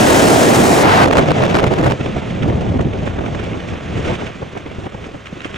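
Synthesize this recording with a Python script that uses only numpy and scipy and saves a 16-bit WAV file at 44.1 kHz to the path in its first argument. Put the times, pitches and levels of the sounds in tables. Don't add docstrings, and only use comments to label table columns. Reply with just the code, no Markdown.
import sys
import numpy as np
from scipy import signal
from scipy.fft import rfft, irfft, next_fast_len
from scipy.io import wavfile
from scipy.ndimage import uniform_filter1d, map_coordinates

SR = 44100
rng = np.random.default_rng(int(sys.argv[2]) if len(sys.argv) > 2 else 0)


def file_out(sig):
    cols = np.atleast_2d(sig).T
    lim = np.clip(cols, -1, 1)
    pcm = np.round(lim * 32767).astype(np.int16)
    wavfile.write(sys.argv[1], SR, pcm)


def voltage_ratio(decibels):
    exponent = np.asarray(decibels, float) / 20
    return 10 ** exponent


N = 245637
RIGHT = np.array([[-1], [1]])

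# time in seconds, turbulence on the ports in dB, rush of passing air and cloth in dB.
AIRFLOW = [(0.0, -13.5, -23), (0.59, -13.5, -28), (0.88, -14.5, -49), (1.12, -15.5, -29),
           (1.41, -19, -28.5), (1.72, -18, -32), (1.99, -27.5, -34.5), (2.26, -29.5, -36.5),
           (2.45, -25, -37.5), (2.8, -27, -40.5), (3.72, -30, -37), (3.9, -30.5, -37.5), (4.1, -27, -33.5),
           (4.4, -36.5, -40.5), (4.82, -36.5, -42.5), (5.24, -40.5, -43.5), (5.57, -36.5, -38.5)]
# middle in seconds, swell or lull in dB, half length in seconds.
WAKE_SWINGS = [(1.069, -2, .005), (1.099, -2, .007), (1.118, -10, 0.004), (1.147, -6, .006), (4.2, 1, .02),
               (5.38, 0, .015), (5.5, 1, .02), (1.183, 0.5, 0.016), (1.259, -5.5, 0.018),
               (1.331, -8, 0.016), (1.483, -4, 0.017), (1.57, -1, 0.049), (1.608, -2, 0.0053),
               (1.664, -1, .025), (1.699, -10, 0.006), (1.76, -2, .012), (1.822, -10, .005),
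               (1.86, 4, 0.034), (1.977, -5, 0.023), (2.034, -2.5, .012), (2.177, 6.5, 0.015),
               (2.25, 0, .03), (2.52, 2, 0.053), (2.59, -0.5, 0.023), (2.68, 3.5, 0.06), (2.763, 2, 0.015),
               (2.86, -1.5, .025), (2.983, -0.5, 0.031), (3.041, 5, 0.011), (3.12, -1.5, 0.045),
               (3.197, -0.5, 0.016), (3.38, 0, 0.023), (3.494, 0.5, 0.015), (3.64, -2, 0.03),
               (3.79, -3.5, 0.035), (3.985, 2.5, 0.027), (4.03, -1.5, .015), (4.098, 3, 0.074),
               (4.172, -4, 0.021), (4.24, 0.5, 0.027), (4.333, -3, 0.025), (4.408, -1, 0.017),
               (4.51, -2, 0.022), (4.614, -1.5, 0.018), (4.72, 4, 0.021), (4.854, 5.5, 0.021),
               (4.91, -3.5, 0.02), (5.007, 2, 0.028), (5.065, 4.5, 0.03), (5.2, -2, 0.062),
               (5.353, -1, 0.01), (5.447, -2, 0.034)]
# middle in seconds, level in dB, half length in seconds.
SPIT_EVENTS = [(1.059, -37, 0.002), (1.084, -40, 0.0019), (1.112, -37.7, 0.0014), (1.13, -32.5, 0.0009),
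               (1.135, -29, 0.00057), (1.156, -44, 0.002), (1.161, -42, 0.0017), (1.1707, -31, 0.0013),
               (1.182, -33, 0.0034), (1.192, -40, 0.0038), (1.202, -50, 0.0016), (1.286, -42, 0.0026),
               (1.307, -40.5, 0.0025), (1.318, -35.5, 0.001), (1.405, -48, 0.003), (1.42, -44, 0.0017),
               (1.438, -35.5, 0.00098), (1.465, -45, 0.0019), (1.528, -46, 0.002), (1.545, -37.5, 0.0026),
               (1.553, -34, 0.0019), (1.562, -40.5, 0.0042), (1.57, -41, 0.0014), (1.588, -40, 0.0027),
               (1.597, -39, 0.0013), (1.603, -40, 0.0011), (1.632, -45, 0.0015), (1.641, -47, 0.0014),
               (1.6425, -38, 0.0014), (1.668, -43, 0.0024), (1.673, -45, 0.0015), (1.68, -46, 0.0017),
               (1.739, -42, 0.0025), (1.8126, -43, 0.0012), (1.844, -38, 0.001), (1.864, -42.5, 0.0034),
               (1.876, -49, 0.0058), (1.901, -46, 0.0033), (1.911, -40, 0.0014), (1.921, -44, 0.0028),
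               (1.044, -33, 0.001), (1.05, -40, 0.001), (1.126, -42, 0.0012), (1.154, -40, 0.001),
               (1.212, -43, 0.001), (1.076, -41, 0.002), (1.227, -50, 0.0022), (1.259, -46, 0.0017),
               (1.356, -52, 0.0018), (1.385, -45, 0.0015), (1.424, -43, 0.0012), (1.48, -45, 0.0019),
               (1.5, -47, 0.0021), (1.511, -44, 0.002), (1.71, -52, 0.0016), (1.72, -55, 0.0017),
               (1.788, -45.5, 0.0026), (1.795, -53, 0.0011), (1.831, -45, 0.001), (1.838, -44, 0.00091)]
# middle in seconds, level in dB, half length in seconds.
FLAP_EVENTS = [(2.012, -25.5, 0.0047), (2.063, -26, 0.0044), (2.304, -26.5, 0.008), (2.431, -22.5, 0.005),
               (2.611, -28.5, 0.005), (2.692, -33, 0.0064), (2.812, -25.5, 0.0032), (2.934, -28, 0.0038),
               (2.998, -32, 0.013), (3.071, -28.5, 0.017), (3.264, -28, 0.0066), (3.353, -27, 0.0014),
               (3.395, -27.5, 0.01), (3.444, -28.5, 0.012), (3.54, -40, 0.0047), (3.604, -24, 0.0016),
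               (3.691, -31, 0.007), (3.977, -30, 0.0096), (4.052, -24.5, 0.0084), (4.076, -30, 0.011),
               (4.1, -28.5, 0.012), (4.13, -29, 0.011), (4.157, -29, 0.005), (4.142, -27.5, 0.0057),
               (4.21, -28, 0.0089), (4.27, -24, 0.0064), (4.577, -29, 0.0044), (4.855, -37, 0.0084),
               (5.049, -30, 0.003), (5.266, -32, 0.009), (5.419, -25, 0.0017), (5.451, -26, 0.014),
               (5.562, -26, 0.0067)]
# middle in seconds, peak in dB.
CRACK_EVENTS = [(1.997, -33), (2.181, -28), (2.666, -29), (3.19, -25), (4.575, -35), (4.868, -28),
                (2.061, -23), (2.425, -24), (2.499, -24), (2.523, -33), (2.7926, -29), (2.8494, -31),
                (3.0717, -28), (3.2394, -30), (3.3487, -24), (3.534, -25), (4.551, -35), (4.664, -27),
                (4.9454, -31), (5.0423, -26), (5.2584, -26.5), (5.2718, -22), (5.4067, -23),
                (5.4466, -22.5), (5.5144, -28), (5.544, -19), (5.5603, -21)]
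# middle in seconds, push in dB, slap over the push in dB, half length in seconds.
THUMP_EVENTS = [(1.186, -17.5, 5, 0.026), (1.316, -10.5, 2.5, 0.0041), (1.434, -14.5, -1, 0.011),
                (1.636, -23.5, 7, 0.033), (1.803, -13, -5.5, 0.017), (1.862, -13.5, -7, 0.025),
                (2.013, -12, -12, 0.0088), (2.062, -22, 5, 0.007), (2.099, -13, -19, 0.004),
                (2.866, -12, -31, 0.015), (2.431, -13, -14, 0.021), (2.502, -17.5, -2, 0.013),
                (3.958, -19.5, -24, 0.035), (2.76, -12, -22, 0.014), (2.806, -9.5, -9, 0.0051),
                (4.101, -22.5, -1, 0.056), (4.949, -21.5, -5, 0.0056), (3.077, -28.5, 13, 0.0049),
                (3.189, -17.5, -2.5, 0.0086), (3.255, -30.5, 4.5, 0.036), (3.546, -22.5, -3.5, 0.025),
                (3.726, -19, -7.5, 0.0092), (4.426, -22, -2.5, 0.015), (4.568, -31, 6, 0.014),
                (4.667, -26.5, -1.5, 0.01), (4.787, -18.5, -13, 0.0047), (4.868, -22, -1.5, 0.0081),
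                (5.148, -26, -4.5, 0.014), (5.329, -17.5, -18, 0.0034), (5.458, -22, -1, 0.005)]
# onset in seconds, peak in dB, left over right in dB.
KNOCK_EVENTS = [(1.995, -18, -1.5), (2.156, -18, 0.0), (2.217, -15, 1), (2.524, -15, 0.5),
                (2.608, -15, -2.0), (2.664, -18, 2.0), (2.74, -18, -3.0), (2.791, -8, -2),
                (2.848, -16, 0.0), (2.99, -22, 1.0), (3.107, -21, 1.5), (3.164, -21, -4.0),
                (3.207, -13, 1.0), (3.239, -18, 2), (3.312, -24, -1.5), (3.347, -17, -2.5),
                (3.395, -17, -2), (3.482, -20, -3), (3.752, -18, -2.5), (3.806, -24, 2), (3.886, -27, -2.5),
                (4.221, -14, 1.0), (4.298, -21, -0.5), (4.551, -23, -4.5), (4.715, -23, 0.5),
                (4.82, -25, -3.0), (4.92, -26, -4), (4.989, -29, -3.0), (5.041, -28, -3.0),
                (5.084, -23, -2.5), (5.364, -26, -0.5), (5.413, -30, -2.0), (5.505, -28, -3.0),
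                (5.541, -22, -4)]
# start in seconds, end in seconds, pitch in Hz, level in dB.
VORTEX_STREETS = [
    (-.02, .84, 338, -22.5),
    (-.02, .8, 540, -21.5),
    (.84, .98, 820, -22),
    (.88, 1.055, 1250, -24),
    (.96, 1.055, 950, -25),
    (.95, 1.2, 450, -23),
    (1.2, 1.97, 168.8, -22),
    (1.2, 1.93, 419.5, -28.5),
]

# frequency in Hz, level in dB per Hz.
SWAY_COLOUR = [(10, -29), (30, -27), (55, 3), (90, 5), (200, -46), (600, -110)]
BUFFET_COLOUR = [(15, -46), (35, -30), (70, -1), (110, 6), (180, 3), (300, -9.5), (600, -42), (2000, -110)]
EDDY_COLOUR = [(100, -19), (200, 0), (300, 2), (420, 0), (680, -0.5), (850, -9), (1200, -17), (3000, -44),
               (8000, -110)]
LEE_COLOUR = [(100, -9), (200, -1), (300, -2), (420, -3), (680, -6.5), (900, -13), (1300, -28), (3000, -53),
              (8000, -110)]
RUSH_COLOUR = [(400, -9), (800, -6), (1100, 3.5), (1700, 1), (2600, 0), (3550, -4.5), (4200, -16),
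               (6000, -48), (9000, -110)]
FIZZ_COLOUR = [(2500, -17), (4000, -2), (5000, -2), (6300, -1), (8000, -9.5), (10000, -22), (12000, -32),
               (16000, -46)]
ROAR_COLOUR = [(400, -21.5), (750, 2.5), (1100, -2.5), (1700, -6), (2600, -12.5), (4000, -19), (7000, -28),
               (11000, -37.5), (16000, -45)]
WHISTLE_COLOUR = [(2500, -1.5), (4500, 0), (7000, 2), (9500, -3.5), (13000, -12), (16000, -15.5)]
SPIT_COLOUR = [(2500, -28), (4000, 3), (7000, -1.5), (11000, -15.5), (16000, -24)]
GRIT_COLOUR = [(500, 2.5), (900, 4.5), (2000, -5), (3500, -13.5), (5000, -30), (10000, -100)]
FLAP_COLOUR = [(700, -7), (1300, 12), (2600, 11.5), (3600, 5), (4500, -18), (9000, -100)]
SNAP_COLOUR = [(3500, -3), (5000, -2), (6500, -2), (9000, -12), (12000, -31), (16000, -31)]
PUSH_COLOUR = [(35, -19), (80, -1.5), (150, 0.5), (300, -5.5), (500, -17.5), (2000, -98)]
SLAP_COLOUR = [(180, -15.5), (350, 0.5), (700, -5), (1100, -11), (2500, -27.5), (8000, -67)]

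# frequency in Hz, likeness from 0 to 1.
PORT_LIKENESS = [(60, .92), (130, .82), (300, .55), (650, .3), (1100, .42), (2000, .5), (4000, .75),
                 (8000, .92), (12000, .96), (14000, .98)]
# frequency in Hz, lead in radians.
PORT_LEAD = [(100, 0), (400, .3), (700, 1.3), (1100, 2.3), (1500, 1.8), (2100, 1.1), (4000, .65),
             (8000, .38), (14000, 0)]


def unit(x):
    return x / np.sqrt(np.mean(x ** 2) + 1e-20)


def along(points, hz):
    f, value = np.transpose(points)
    return np.interp(np.log(hz + 1), np.log(f + 1), value)


def wobble(rate):
    coarse = np.arange(0, N + 16, 16)
    knots = rng.standard_normal(int(N * 400 / SR) + 4)
    curve = map_coordinates(knots, [coarse * min(rate, 400) / SR])
    return np.interp(np.arange(N), coarse, curve)


def patches(pair, depth_db):
    z = signal.stft(pair, nperseg=512)[2]
    field = rng.standard_normal(z.shape[1:])
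    field = uniform_filter1d(field, size=6, axis=0)
    field = uniform_filter1d(field, size=8, axis=1)
    return signal.istft(z * voltage_ratio(depth_db * unit(field)), nperseg=512)[1]


def air(colour, patchy_db=0, wide=1):
    pair = rng.standard_normal((2, N))
    if patchy_db:
        pair = patches(pair, patchy_db)
    m = next_fast_len(N + 8192)
    hz = np.fft.rfftfreq(m, 1 / SR)
    shared, own = rfft(pair, m) * voltage_ratio(along(colour, hz))
    turn = wide * np.arccos(along(PORT_LIKENESS, hz)) / 2
    shared, own = shared * np.cos(turn), own * np.sin(turn)
    lead = np.exp(1j * wide * along(PORT_LEAD, hz) / 2)
    return unit(irfft([(shared + own) * lead, (shared - own) / lead], m)[:, :N])


def puffs(s, db, half, pan_db, colour):
    noise = voltage_ratio(3 * wobble(300)) * air(colour)
    noise = np.pad(noise, ((0, 0), (0, SR)), "reflect")
    out = np.zeros_like(noise)
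    t = np.arange(-SR // 20, SR // 20) / SR
    for at, level_db, life, side_db in zip(s, db, np.clip(half, .0004, .025), pan_db):
        span = round(at * SR) - SR // 20 + np.arange(len(t))
        shape = 1 / np.cosh(t / np.where(t < 0, 0.7 * life, life))
        puff = shape * noise[:, span]
        size = np.sqrt(np.sum(puff.mean(0) ** 2) / np.sum(shape ** 2))
        out[:, span] += voltage_ratio(level_db - RIGHT * side_db / 2) * puff / size
    return out[:, :N]


def cracks():
    s, peak_db = np.transpose(CRACK_EVENTS)
    half = np.full(len(s), .0009)
    pan_db = rng.normal(-0.5, 1.5, len(s))
    body_db = peak_db - 4.5
    body = puffs(s, body_db, half, pan_db, FLAP_COLOUR)
    return body + puffs(s, body_db - 20.5, half, .3 * pan_db, SNAP_COLOUR)


def canopy():
    s, db, half = np.transpose(FLAP_EVENTS)
    pan_db = rng.normal(-6.5, 1.8, len(s))
    snap_db = rng.normal(-18.5, 3, len(s))
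    flap = puffs(s, db - 6.5, 0.93 * half, pan_db, FLAP_COLOUR)
    return flap + puffs(s, db + snap_db, 1.03 * half, 0.26 * pan_db, SNAP_COLOUR)


def housing():
    s, db, over_db, half = np.transpose(THUMP_EVENTS)
    at, peak_db, side_db = np.transpose(KNOCK_EVENTS)
    knock_half = np.full(len(at), 0.0028)
    when = np.r_[s, at + .003]
    pan_db = np.r_[np.full(len(s), -1.4), side_db]
    push_db = np.r_[db - 2.5, peak_db - 11]
    slap_db = np.r_[db + over_db - .8, peak_db - 10]
    push = puffs(when, push_db, 0.88 * np.r_[half, knock_half], 0.27 * pan_db, PUSH_COLOUR)
    return push + puffs(when, slap_db, np.r_[0.5 * half, knock_half], pan_db, SLAP_COLOUR)


def wake():
    s, db, half = np.transpose(SPIT_EVENTS)
    pan_db = rng.normal(-0.26, 4.5, len(s))
    grit_db = -19 + 0.75 * (db + 44)
    spit = puffs(s, db + 7.0, 0.76 * half, 0.73 * pan_db, SPIT_COLOUR)
    return spit + puffs(s, grit_db + 1.0, 0.87 * half, pan_db, GRIT_COLOUR)


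def vortices():
    t, out = np.arange(N) / SR, np.zeros((2, N))
    slide_db = 1.6 * wobble(14) + 1.1 * wobble(120)
    fade_db = 4 * wobble(35.02) + 2.5 * np.array([wobble(44.85), wobble(44.85)])
    for (start, end, hz, db), draw in zip(VORTEX_STREETS, rng.random(len(VORTEX_STREETS))):
        on = np.flatnonzero((t > start) & (t < end))
        own = (on + int(draw * N)) % N
        phase = 2 * np.pi * np.cumsum(hz * voltage_ratio(slide_db[own])) / SR
        gate = np.clip(np.minimum(t[on] - start, end - t[on]) / .02, 0, 1)
        tone = np.sin(phase - RIGHT * along(PORT_LEAD, hz) / 2)
        out[:, on] += gate * voltage_ratio(db + fade_db[:, own]) * tone
    return out


def flow(t):
    at, turbulence_db, rush_db = np.transpose(AIRFLOW)
    return np.interp(t, at, turbulence_db), np.interp(t, at, rush_db)


def swing(t):
    s, db, half = np.transpose(WAKE_SWINGS)
    coarse = t[::64]
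    away = (coarse - s[:, None]) / half[:, None]
    return np.interp(t, coarse, db @ np.exp(-away ** 4))


def fizz(fizz_db, gust):
    ripple = voltage_ratio(1.2 * gust + 0.7 * wobble(30))
    return voltage_ratio(fizz_db) * unit(ripple * air(FIZZ_COLOUR, patchy_db=1.3, wide=0.55))


def rush(t, rush_db, gust):
    aside_db = np.interp(t, [1.9, 2.1], [0, 1.6]) * RIGHT
    at_ports = voltage_ratio(np.interp(t, [1.9, 2.1], [0, -60]))
    ripple = voltage_ratio(.5 * gust + .9 * wobble(110))
    overhead = air(RUSH_COLOUR, patchy_db=0.4, wide=0.43)
    blend = at_ports * air(RUSH_COLOUR) + (1 - at_ports) * overhead
    return voltage_ratio(rush_db + 2.0 + aside_db) * ripple * blend


def buffeting(t, eddy_db, gust):
    buffet_db = eddy_db + np.interp(t, [.4, 2.5, 4.4], [-7, 6, -0.2])
    buffet = voltage_ratio(buffet_db - 0.5 + 0.33 * RIGHT) * unit(voltage_ratio(0.97 * gust) * air(BUFFET_COLOUR))
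    sway_db = buffet_db + np.interp(t, [1.4, 3.1], [-18, -3])
    return buffet + voltage_ratio(sway_db) * air(SWAY_COLOUR)


def eddies(t, eddy_db, gust, broken):
    each = broken * np.array([wobble(50), wobble(50)])
    lee = np.interp(t, [1.9, 2.1], [0, np.pi / 2])
    whirl = np.cos(lee) * air(EDDY_COLOUR) + np.sin(lee) * air(LEE_COLOUR)
    return voltage_ratio(eddy_db + 3.0 + 0.45 * RIGHT) * unit(voltage_ratio(1.37 * gust + 1.46 * each) * whirl)


def after(t, s, over):
    return np.clip((t - s) / over + .5, 0, 1)


def roar(t, swing_db):
    flicker_db = .6 * wobble(40) + 1.3 * wobble(200)
    torn = np.interp(t, [1.03, 1.06], [1, 3.5])
    roar_db = -16.5 + 6 * after(t, 0.83, 0.16)
    roar_db = roar_db + (-32.5 - roar_db) * after(t, 1.057, 0.046)
    roar_db = roar_db - 45 * after(t, 1.93, .02)
    facing_db = np.interp(t, [0, .4, .83, .845], [-22.5, -22.0, -24.5, -67.5])
    whistle = voltage_ratio(facing_db + flicker_db) * air(WHISTLE_COLOUR)
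    return voltage_ratio(roar_db + swing_db + torn * flicker_db) * air(ROAR_COLOUR) + whistle


def wind():
    t = np.arange(N) / SR
    turbulence_db, passing_db = flow(t)
    swing_db = swing(t)
    eddy_db = turbulence_db + swing_db
    broken = np.interp(t, [1.0, 1.08], [.3, 1])
    gust = broken * (.5 * wobble(70) + 1.2 * wobble(120))
    fine = fizz(passing_db - 12 + 0.42 * swing_db, gust) + rush(t, passing_db + 0.34 * swing_db, gust)
    return fine + buffeting(t, eddy_db, gust) + eddies(t, eddy_db, gust, broken) + roar(t, swing_db)


def scene():
    return cracks() + canopy() + housing() + wake() + vortices() + wind()


def bend(x, top, hard):
    return x / (1 + np.abs(x / top) ** hard) ** (1 / hard)


def band_limit(x):
    return signal.sosfilt(signal.butter(12, 15990, fs=SR, output="sos"), x)


def record(dry):
    mid = dry.mean(axis=0)
    eased = dry - mid + bend(mid, .8, 4.5)
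    flat = bend(eased, 1.02, 13)
    m = next_fast_len(N + 8192)
    hz = np.fft.rfftfreq(m, 1 / SR)
    keep = np.clip((15980 - hz) / 250, 0, 1)
    banded = irfft(rfft(flat, m) * keep, m)[:, :N]
    return band_limit(banded)


dry = scene()
out = record(dry)
file_out(out)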